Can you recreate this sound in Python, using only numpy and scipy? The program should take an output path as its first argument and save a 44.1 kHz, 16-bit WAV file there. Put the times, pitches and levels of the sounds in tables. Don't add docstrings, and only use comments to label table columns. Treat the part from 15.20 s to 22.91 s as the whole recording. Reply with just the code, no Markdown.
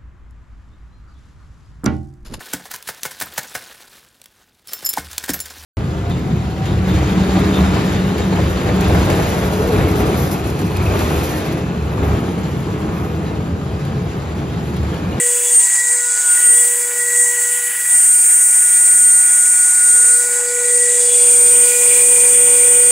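import sys
import numpy as np
from scipy import signal
from scipy.fft import rfft, irfft
from scipy.io import wavfile
from scipy.ndimage import uniform_filter1d, minimum_filter1d, map_coordinates

SR = 44100
rng = np.random.default_rng(int(sys.argv[2]) if len(sys.argv) > 2 else 0)


def wrap_up_sound(samples):
    columns = np.atleast_2d(samples).T
    tamed = np.clip(columns, -1, 1)
    steps = np.round(tamed * 32767).astype(np.int16)
    wavfile.write(sys.argv[1], SR, steps)


N = 339997
T = np.arange(N) / SR
FREQS = np.maximum(np.fft.rfftfreq(N, 1 / SR), 1)

# time in seconds, level in dB.
WHINE_LEVEL = [(0, -18), (.27, -27), (.38, -2), (.47, -32), (.54, -23), (.6, -38), (.73, -12.5), (.8, -36),
               (.95, -33), (1.12, -9), (1.2, -16), (1.29, -4.5), (1.58, -23.5), (1.72, -28), (1.8, -15.5),
               (1.94, -36), (2.0, -11.5), (2.2, -37), (2.34, -20), (2.47, -43), (2.64, -25), (2.73, -10),
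               (3.5, -12), (3.9, -7.5), (4.08, -11), (4.51, -13.5), (4.74, -8.5), (4.93, -9.5), (5.3, -40),
               (5.45, -20), (5.55, -12), (5.65, -20), (6.1, -8), (6.43, -8), (6.53, -21), (6.65, -10),
               (7.71, -8.5)]
# time in seconds, level in dB.
HISS_LEVEL = [(0, -17.5), (.28, -15), (.39, -14), (.9, -17), (1.37, -16), (1.72, -21), (2.02, -15),
              (2.38, -20), (2.51, -23.5), (2.8, -17), (3.9, -16), (4.55, -16.5), (4.89, -14.5), (5.3, -20),
              (5.58, -16.5), (6.23, -14), (7.71, -15)]
# time in seconds, boost in dB.
LOW_BOOST = [(0, -2), (.9, -1.5), (2.5, -1.5), (3.1, 1), (4.5, 1), (5.3, 2.5), (5.85, 1.5), (6.15, 5.5),
             (7.1, 9), (7.71, 6)]


def undb(db):
    return 10 ** (np.asarray(db) / 20)


def curves(table):
    times, *columns = np.transpose(table)
    return [np.interp(T, times, column) for column in columns]


def unit(x):
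    return x / np.sqrt(np.mean(np.abs(x) ** 2))


def walk(rate):
    points = rng.standard_normal(size=4096)
    return unit(map_coordinates(points, [2 * rate * T], order=3, mode="wrap"))


def sway(spread_db, rate):
    return undb(spread_db * walk(rate))


def colour(x, points):
    hz, db = np.transpose(points)
    gain = undb(np.interp(np.log(FREQS), np.log(hz), db, left=-80, right=-80))
    return unit(irfft(rfft(x) * gain, N))


def resonance(hz, width_hz):
    return 1 / (1 + 1j * hz / width_hz * (FREQS / hz - hz / FREQS))


def shaft(wobble_hz, jitter_hz):
    # time in seconds, turns per second.
    speed = [(0, 485.1), (.65, 484.3), (.95, 484.9), (1.4, 484.2), (1.65, 484.6), (2.6, 484.2),
             (3.05, 484.2), (4.0, 484.9), (4.45, 484.8), (5.05, 485.2), (5.4, 485.8), (5.9, 486.1),
             (6.55, 486), (7.05, 486.7), (7.3, 486.4), (7.62, 487.3)]
    hz = curves(speed)[0] + wobble_hz * walk(13.4) + jitter_hz * walk(144)
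    return 2 * np.pi * np.cumsum(hz) / SR


def tone(angle, order, flutter_db, flutter_rate):
    phase = order * angle + rng.uniform(0, 2 * np.pi)
    return np.sqrt(2) * np.sin(phase) * undb(flutter_db * walk(flutter_rate))


def rasp(angle, order, width_hz):
    return walk(width_hz) * np.sin(order * angle) + walk(width_hz) * np.cos(order * angle)


def friction(angle, swing_db, uneven_db):
    return rng.standard_normal(N) * undb(swing_db * np.cos(angle) + uneven_db * walk(31))


def rush(level_db=-51, threshold_db=-12.5, rise=1.72):
    # frequency in Hz, relative level in dB.
    rush_colour = [(20, -6), (100, -3.5), (250, -2.5), (430, 0), (620, -7), (1100, -5), (1700, -4.5),
                   (3500, -64), (7000, -38)]
    surge_db = rise * np.maximum(curves(WHINE_LEVEL)[0] - threshold_db, 0)
    gain = undb(level_db + curves(LOW_BOOST)[0] + surge_db)
    return gain * colour(rng.standard_normal(N), rush_colour)


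def case_buzz(angle):
    # pitch in Hz, filter width in Hz, level in dB, how much of its boost it takes.
    bands = [(857, 460, -47, 0.82), (1814, 950, -38, -0.32), (2270, 350, -44, 1.19),
             (2860, 860, -45.5, 0.94), (3850, 760, -48.5, 0.65), (4850, 1230, -43, 0.91)]
    # time in seconds, boost in dB.
    mid_boost = [(0, 14), (.45, 4), (.7, -8), (1.22, 12.5), (1.65, -1.5), (1.95, -3), (2.38, 8), (2.9, 2),
                 (4.2, -5.5), (5.4, -3), (5.95, 7.5), (6.7, 12.5), (7.71, 10)]
    high_boost = [(0, -3), (.35, 3), (1.1, 2), (1.6, -1), (2.5, -1.5), (4.4, -4), (4.8, 3.5), (5.35, -1),
                  (5.8, 8.5), (6.9, 4), (7.71, 0)]
    boosts = (LOW_BOOST, LOW_BOOST, LOW_BOOST, mid_boost, high_boost, high_boost)
    out = 0
    for (hz, width_hz, db, share), boost in zip(bands, boosts):
        rubbing = friction(angle, swing_db=1.3, uneven_db=2.0)
        ringing = irfft(rfft(rubbing) * resonance(hz, width_hz) ** 2, N)
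        gain = undb(db + share * curves(boost)[0]) * sway(spread_db=1.7, rate=7)
        out += gain * unit(ringing)
    return out


def hum(angle):
    # time in seconds, level in dB.
    first = [(0.0, -28), (0.3, -33), (0.52, -55), (0.75, -38), (1.12, -52.5), (1.37, -35.5), (2.02, -34),
             (2.45, -41.5), (2.73, -58), (3.0, -49.5), (4.53, -57.5), (4.76, -43), (5.3, -27), (7.6, -23),
             (7.71, -25)]
    second = [(0, -48.5), (2.1, -48), (2.8, -60), (5.7, -59), (6.4, -45), (7.71, -49)]
    third = [(0.0, -47), (0.17, -43), (0.52, -68), (0.58, -50), (0.9, -30.5), (1.2, -27), (1.55, -49),
             (1.7, -35.5), (2.1, -47), (2.19, -39), (2.94, -38.5), (4.87, -28), (5.41, -33.5), (5.69, -49),
             (6.49, -35), (6.87, -46), (7.11, -39.5), (7.71, -38)]
    fourth = [(0, -24.5), (.19, -45), (.6, -25), (.86, -35), (1.05, -51), (1.19, -30.5), (1.4, -29.5),
              (1.7, -38), (1.8, -26.5), (2.0, -24), (2.3, -30), (2.74, -29.5), (2.84, -43), (3.5, -35.5),
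              (4.9, -40), (5.3, -37.5), (5.67, -27.5), (6.0, -52), (6.45, -37), (7.71, -38.5)]
    fifth = [(0, -53), (2.3, -51), (2.48, -47), (2.9, -47), (5.5, -51), (6.15, -39.5), (6.55, -29),
             (7.15, -30.5), (7.71, -36)]
    seventh = [(0, -57), (.28, -41), (.65, -59), (1.17, -48), (2.0, -56.5), (5.5, -57), (5.95, -35.5),
               (6.3, -44.5), (7.71, -43)]
    layers = [
        (first, tone(angle, 1, flutter_db=0.52, flutter_rate=34)),
        (second, tone(angle, 2, flutter_db=3.0, flutter_rate=19)),
        (third, tone(angle, 3, flutter_db=1.24, flutter_rate=22)),
        (fourth, tone(angle, 4, flutter_db=1.8, flutter_rate=44) + undb(-10) * rasp(angle, 4, 110)),
        (fifth, tone(angle, 5, flutter_db=2.5, flutter_rate=40) + undb(-8.5) * rasp(angle, 5, 68)),
        (seventh, tone(angle, 7, flutter_db=3.0, flutter_rate=14) + undb(-6) * rasp(angle, 7, 45)),
    ]
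    return sum(undb(curves(level)[0]) * sound for level, sound in layers)


def brushes(angle, hiss_trim_db=-0.98, sheen_trim_db=1.1, air_trim_db=0.5):
    # frequency in Hz, relative level in dB.
    hiss_colour = [(4200, -44), (5300, -20), (6000, -12.5), (6600, -3.5), (7200, 1), (7900, 4.5),
                   (8400, 2.5), (8750, 2), (9200, -3.5), (9700, -6), (10500, -18)]
    sheen_colour = [(8800, 6), (9600, -0.5), (10600, -2), (11300, -7), (12200, -25), (13500, -35)]
    air_colour = [(10500, -15), (11900, -5.5), (13000, -5.5), (14700, -3.5), (15700, -4.5)]
    # time in seconds, sheen in dB, air in dB.
    aim = [(0, -28, -34), (.25, -25, -32), (.94, -39, -39.5), (1.14, -25, -32), (1.42, -23, -29),
           (1.7, -28.5, -33.5), (3.13, -20, -29.5), (3.7, -22, -31.5), (4.4, -24, -34.5),
           (5.02, -24.5, -34), (5.26, -30.5, -39), (5.85, -29, -38), (6.2, -23.5, -29.5), (6.78, -21, -28),
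           (7.71, -24, -31)]
    # order, level in dB compared with HISS_LEVEL.
    faint_orders = [(8, -38), (12, -36), (13, -28), (14, -27), (20, -27), (24, -33), (27, -38)]
    sheen_db, air_db = curves(aim)
    hiss = undb(hiss_trim_db) * colour(friction(angle, swing_db=0.1, uneven_db=0.5), hiss_colour)
    tones = sum(undb(db) * tone(angle, order, flutter_db=1.8, flutter_rate=20)
                for order, db in faint_orders)
    sheen = colour(friction(angle, swing_db=3.0, uneven_db=0.53), sheen_colour)
    air = colour(friction(angle, swing_db=0.6, uneven_db=0.2), air_colour)
    scrape = undb(curves(HISS_LEVEL)[0]) * (hiss + tones) + undb(sheen_db + sheen_trim_db) * sheen
    return scrape * sway(spread_db=0.9, rate=12) + undb(air_db + air_trim_db) * air


def side_tones(angle):
    orders = (9, 11, 15, 16, 17, 19)
    # dB compared with HISS_LEVEL, share of LOW_BOOST, drift in dB.
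    strengths = [(-41.5, 0, 3), (-42.5, 0.17, 5.5), (-18.5, 0, 2.2), (-11.5, 0.06, 2), (-11.5, 0.3, 2.5),
                 (-17, 0.57, 1)]
    hiss_db, boost_db = curves(HISS_LEVEL)[0], curves(LOW_BOOST)[0]
    out = 0
    for order, (db, share, drift_db) in zip(orders, strengths):
        pure = tone(angle, order, flutter_db=1.3, flutter_rate=14)
        rough = undb(-6) * rasp(angle, order, width_hz=30)
        gain = undb(hiss_db + db + share * boost_db) * sway(drift_db, rate=4)
        out += gain * (pure + rough)
    return out


def whine(angle, order=18, firm_db=-11, loose_db=-24, flutter_db=2.0, stutter_db=3, slip_radians=0.65):
    level_db = curves(WHINE_LEVEL)[0]
    looseness = np.clip((firm_db - level_db) / (firm_db - loose_db), 0.12, 1)
    phase = order * angle + slip_radians * looseness * walk(35)
    tremble_db = looseness * (flutter_db * walk(27) + stutter_db * walk(7))
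    pure = np.sqrt(2) * np.sin(phase) * undb(level_db + tremble_db)
    rough = undb(curves(HISS_LEVEL)[0] - 12) * rasp(angle, order, width_hz=52)
    return pure + rough


def reflection(x, share=0.7, centre_hz=3250, width_hz=1150, delay_s=0.002994):
    strength = share * np.exp(-((FREQS - centre_hz) / width_hz) ** 4)
    echo = strength * np.exp(-2j * np.pi * FREQS * delay_s)
    response = (1 + echo) / np.sqrt(1 + strength ** 2)
    return irfft(rfft(x) * response, N)


def scene():
    angle = shaft(wobble_hz=0.1, jitter_hz=0.22)
    tool = whine(angle) + side_tones(angle) + brushes(angle) + hum(angle) + case_buzz(angle)
    return np.tile(reflection(tool + rush()), (2, 1))


def record(dry):
    ceiling, sharpness, top_hz = 0.8, 10, 15780
    peak = np.abs(dry).max(axis=0)
    needed_gain = (1 + (peak / ceiling) ** sharpness) ** (-1 / sharpness)
    gain = uniform_filter1d(minimum_filter1d(needed_gain, size=60), size=60)
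    treble_cut = signal.ellip(12, 0.05, 60, top_hz, fs=SR, output="sos")
    return signal.sosfiltfilt(treble_cut, dry * gain)


dry = scene()
out = record(dry)
wrap_up_sound(out)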